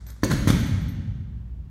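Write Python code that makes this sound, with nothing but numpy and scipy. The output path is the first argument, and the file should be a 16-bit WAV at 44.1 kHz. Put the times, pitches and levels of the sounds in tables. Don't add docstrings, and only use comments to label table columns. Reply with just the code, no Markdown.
import sys
import numpy as np
from scipy import signal
from scipy.fft import rfft, irfft
from scipy.io import wavfile

SR = 44100
rng = np.random.default_rng(int(sys.argv[2]) if len(sys.argv) > 2 else 0)


def digitize_waveform(pressure):
    field = np.atleast_2d(pressure).T
    bounded = np.clip(field, -1, 1)
    quanta = np.round(bounded * 32767).astype(np.int16)
    wavfile.write(sys.argv[1], SR, quanta)


N = 74970
T = np.arange(N) / SR
EVENT_T = T[:12000]


def amp(db):
    return 10 ** (np.asarray(db) / 20)


def unit_rms(x):
    return x / np.sqrt(np.mean(x ** 2) + 1e-20)


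def curve(table, hz, column=1):
    columns = np.transpose(table)
    return np.interp(np.log(hz + 1), np.log(columns[0]), columns[column])


def decay(t, t60):
    return np.exp(-np.log(1000) * t / np.maximum(t60, 1e-3))


def onset(rise_s, t=EVENT_T):
    return 1 - np.exp(-t / rise_s)


def placed(start_s, sound):
    return np.concatenate([np.zeros(max(round(start_s * SR), 0)), sound, np.zeros(N)])[:N]


def mode(hz, db, t60):
    return amp(db) * decay(EVENT_T, t60) * np.sin(2 * np.pi * hz * EVENT_T)


def ring(modes, hz):
    return sum(mode(hz * ratio, db, t60) for ratio, db, t60 in modes)


def burst(t60):
    return decay(EVENT_T, t60) * rng.standard_normal(len(EVENT_T))


def coloured_noise(gain):
    return unit_rms(irfft(rfft(rng.standard_normal(N)) * gain, N))


def ventilation():
    # frequency_hz, density_db
    air_spectrum = [(20, -14), (40, -10), (60, 11), (85, -5.5), (140, -9), (220, -14.5), (330, -24.5),
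                    (500, -33.5), (1000, -37), (2000, -45.5), (2800, -47.5), (4000, -51), (7000, -56.5),
                    (10000, -62.5), (16000, -60)]
    # pitch_hz, rms_db
    hum_tones = [(59.2, -40.5), (102.3, -48)]
    hz = np.fft.rfftfreq(N, 1 / SR)
    air = coloured_noise(amp(curve(air_spectrum, hz)) * np.minimum(hz / 20, 1))
    waver = coloured_noise(np.exp(-(hz / 5) ** 2))
    hum = sum(amp(db) * np.sqrt(2) * np.sin(2 * np.pi * (f * T + rng.random())) for f, db in hum_tones)
    return amp(-40.5) * air + hum * (1 + 0.1 * waver)


def rustle():
    # frequency_hz, density_db
    cloth_spectrum = [(200, 12), (700, 0.5), (1400, 8.5), (2100, 7.5), (2750, -13), (3500, 3), (6500, 2.5),
                      (8000, 0.5), (15000, -22.5)]
    # time_s, level_db
    envelope = [(0, -61.5), (0.06, -63), (0.09, -52), (0.14, -61), (0.21, -63.5), (0.3, -62), (0.5, -99)]
    cloth = coloured_noise(amp(curve(cloth_spectrum, np.fft.rfftfreq(N, 1 / SR))))
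    return cloth * amp(np.interp(T, *np.transpose(envelope)))


def hall(x):
    # frequency_hz, level_db, t60_s
    bands = [(40, -10, 3.6), (75, 0.5, 3.54), (162, 1.5, 2.74), (280, -0.5, 1.2), (350, 0, 1.4),
             (436, -8, 1.6), (557, -1.5, 1.3), (740, -1.5, 1.63), (1040, -2, 1.25), (1670, -3, 1.45),
             (1730, -1.5, 1.57), (2450, 1, 1.26), (2800, 6.5, 1.66), (3200, 1.5, 1.32), (4100, -0.5, 1.245),
             (6570, -1.5, 1.044), (9100, -0.5, 0.91), (15000, -3.5, 0.78)]
    hz, t, noise = signal.stft(rng.standard_normal(N), SR, nperseg=512)
    decaying = noise * amp(curve(bands, hz))[:, None] * decay(t, curve(bands, hz, column=2)[:, None])
    early_scatter = 1 + amp(-4.5) * decay(T, t60=0.074)
    response = signal.istft(decaying, SR)[1][:N] * onset(rise_s=0.005, t=T) * early_scatter
    return signal.fftconvolve(x, response / np.sqrt(SR / 10))[:N]


def booms():
    # start_s, level_db, pitch_hz
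    swells = [(0.724, -15, 90), (0.790, -21, 95), (0.897, -22, 100), (1.078, -18.5, 100), (1.200, -25, 88),
              (1.51, -29, 62)]
    return sum(placed(s, mode(hz, db, t60=0.17) * onset(rise_s=0.004)) for s, db, hz in swells)


def crack(db, tilt_db):
    # frequency_hz, density_db, t60_s
    bands = [(198, -3.5, 0.094), (300, 1, 0.11), (415, -0.5, 0.046), (598, 1, 0.065), (724, -3.5, 0.037),
             (980, 2.5, 0.034), (1667, 8.5, 0.031), (2190, 0, 0.023), (2840, -13.5, 0.023),
             (3300, -6, 0.062), (4400, -3, 0.046), (4810, -8.5, 0.043), (6020, -2.5, 0.039),
             (7560, -12, 0.053), (11900, -13.5, 0.049), (16000, -18.5, 0.018)]
    hz = np.fft.rfftfreq(len(EVENT_T), 1 / SR)
    tilted_db = curve(bands, hz) + tilt_db * np.log2((hz + 1) / 2000)
    colour = unit_rms(amp(tilted_db) * hz / (hz + 100))
    spectrum = rfft(rng.standard_normal(len(EVENT_T))) * colour
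    centres_hz, _, t60s = np.transpose(bands)
    weights = [np.interp(np.log(hz + 1), np.log(centres_hz), peak) for peak in np.eye(len(bands))]
    wood = sum(irfft(spectrum * weight) * decay(EVENT_T, t60) for weight, t60 in zip(weights, t60s))
    return amp(db) * wood * onset(rise_s=0.00067)


def handling_ticks():
    # start_s, level_db, tilt_db_per_octave
    touches = [(0.066, -41, 0), (0.077, -53, 7), (0.089, -50, -4), (0.098, -46, -4), (0.1018, -39, 6.5),
               (0.12, -49, -2), (0.163, -50, -2), (0.223, -45.5, 2), (0.663, -38, 1), (0.800, -53.5, -3),
               (0.883, -48, 5)]
    ticks = sum(placed(s, crack(db, tilt) * decay(EVENT_T, t60=0.07)) for s, db, tilt in touches)
    return signal.sosfilt(signal.butter(2, 11000, fs=SR, output="sos"), ticks)


def fitting_pings():
    # start_s, level_db
    pings = [(0.066, -44), (0.098, -50), (0.507, -43), (0.589, -44), (0.660, -47), (0.810, -54),
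             (0.884, -47)]
    pitch_hz, spread_hz = 13290, 45
    return sum(placed(s, mode(rng.normal(pitch_hz, spread_hz), db, t60=0.15) * onset(rise_s=0.003))
               for s, db in pings)


def steel_snaps():
    # start_s, level_db
    contacts = [(0.237, -32), (0.2415, -27), (0.2487, -27), (0.4775, -24.5), (0.5007, -37)]
    snaps = sum(placed(s, amp(db) * burst(t60=0.011)) for s, db in contacts)
    return signal.sosfilt(signal.butter(2, 7000, "highpass", fs=SR, output="sos"), snaps)


def rifle_parts():
    # start_s, level_db, pitch_hz, hall_send_db
    jolts = [(0.234, -31, 5920, 4), (0.238, -22.5, 4520, 1.5), (0.2448, -22, 6530, -0.5),
             (0.2500, -31, 6720, 0), (0.3100, -31.5, 6510, 5), (0.315, -34, 1560, 1),
             (0.318, -25.5, 4150, -0.5), (0.3155, -34.5, 11100, 4), (0.4805, -26, 2335, 2.5),
             (0.4820, -30, 3900, 2), (0.484, -28, 9200, -3.5), (0.4890, -33.5, 2166, 0),
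             (0.504, -26.5, 3460, -17)]
    # pitch_ratio, level_db, t60_s
    metal_modes = [(.62, -15.5, 0.012), (.96, -10, 0.011), (1, -1, 0.018), (1.04, -12, 0.025),
                   (1.29, -7.5, 0.014), (1.85, -19, 0.012), (2.6, -14, 0.018)]
    clacks = [placed(s, amp(db) * (ring(metal_modes, hz) + amp(-12.5) * burst(t60=0.026)))
              for s, db, hz, _ in jolts]
    snaps, ticks, pings = steel_snaps(), handling_ticks(), fitting_pings()
    to_hall = sum(amp(send_db) * clack for (*_, send_db), clack in zip(jolts, clacks))
    to_hall += amp(-12) * snaps + amp(-4.5) * ticks + amp(-20) * pings
    return sum(clacks) + snaps + ticks + pings + hall(to_hall)


def stock_ring():
    # pitch_hz, level_db, t60_s
    stock_modes = [(533, -5, 0.064), (892, -4, 0.12), (1052, 0, 0.089), (1317, -28, 0.04), (1532, -1, 0.11),
                   (1911, -9.5, 0.061), (2206, -1, 0.096), (3200, -10, 0.091), (3620, -5.5, 0.03)]
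    detune = 0.0277
    return sum(np.sign(rng.standard_normal()) * mode(hz * np.exp(rng.normal(0, detune)), db, t60)
               for hz, db, t60 in stock_modes)


def butt_strikes():
    # start_s, thump_db, pitch_hz, crack_db, tilt_db_per_octave, hall_send_db
    landings = [(0.2330, -9.5, 289, -16.5, -5.5, -2.5), (0.2496, -17.5, 529, -34, 0.5, -0.5),
                (0.2998, -15.5, 140.4, -29.5, -1, 4), (0.3061, -21.5, 218, -24.5, -3, -5.5),
                (0.3130, -11, 205.5, -18.5, -2, -1), (0.326, -21.5, 190, -30.5, 2, 3.5),
                (0.3347, -10.5, 188, -33, 3, -4.5), (0.473, -5, 229.5, -24, -1.5, -2.5),
                (0.4791, -11, 117, -23, 0, 1), (0.4874, -23, 140, -22.5, 1, 4.5),
                (0.5018, -7, 237, -20.5, -0.5, -3), (0.5357, -15, 136, -42, -2, -7)]
    # pitch_ratio, level_db, t60_s
    board_modes = [(.42, -7, 0.048), (.72, -2.5, 0.039), (1, 4, 0.027), (1.55, -13.5, 0.02),
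                   (2.0, -21.5, 0.014)]
    out = np.zeros(N)
    for s, thump_db, hz, crack_db, tilt_db, send_db in landings:
        thump = placed(s, amp(thump_db) * ring(board_modes, hz) * onset(rise_s=0.0017))
        stock = amp(crack_db - 18) * stock_ring()
        wood = placed(s, crack(crack_db, tilt_db) + stock)
        out += thump + wood + amp(send_db) * hall(amp(1.5) * thump + amp(1) * wood)
    return out


def scene():
    return (butt_strikes() + rifle_parts() + booms() + rustle() + ventilation())[None]


def record(dry):
    fade_in_s, low_hz, high_hz = 0.008, 39, 15900
    highpass = signal.butter(4, low_hz, "highpass", fs=SR, output="sos")
    lowpass = signal.firwin(511, high_hz, window=("kaiser", 9), fs=SR)
    thinned = signal.sosfilt(highpass, dry * np.minimum(T / fade_in_s, 1))
    return signal.oaconvolve(thinned, lowpass[None], "same")


dry = scene()
out = record(dry)
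digitize_waveform(out)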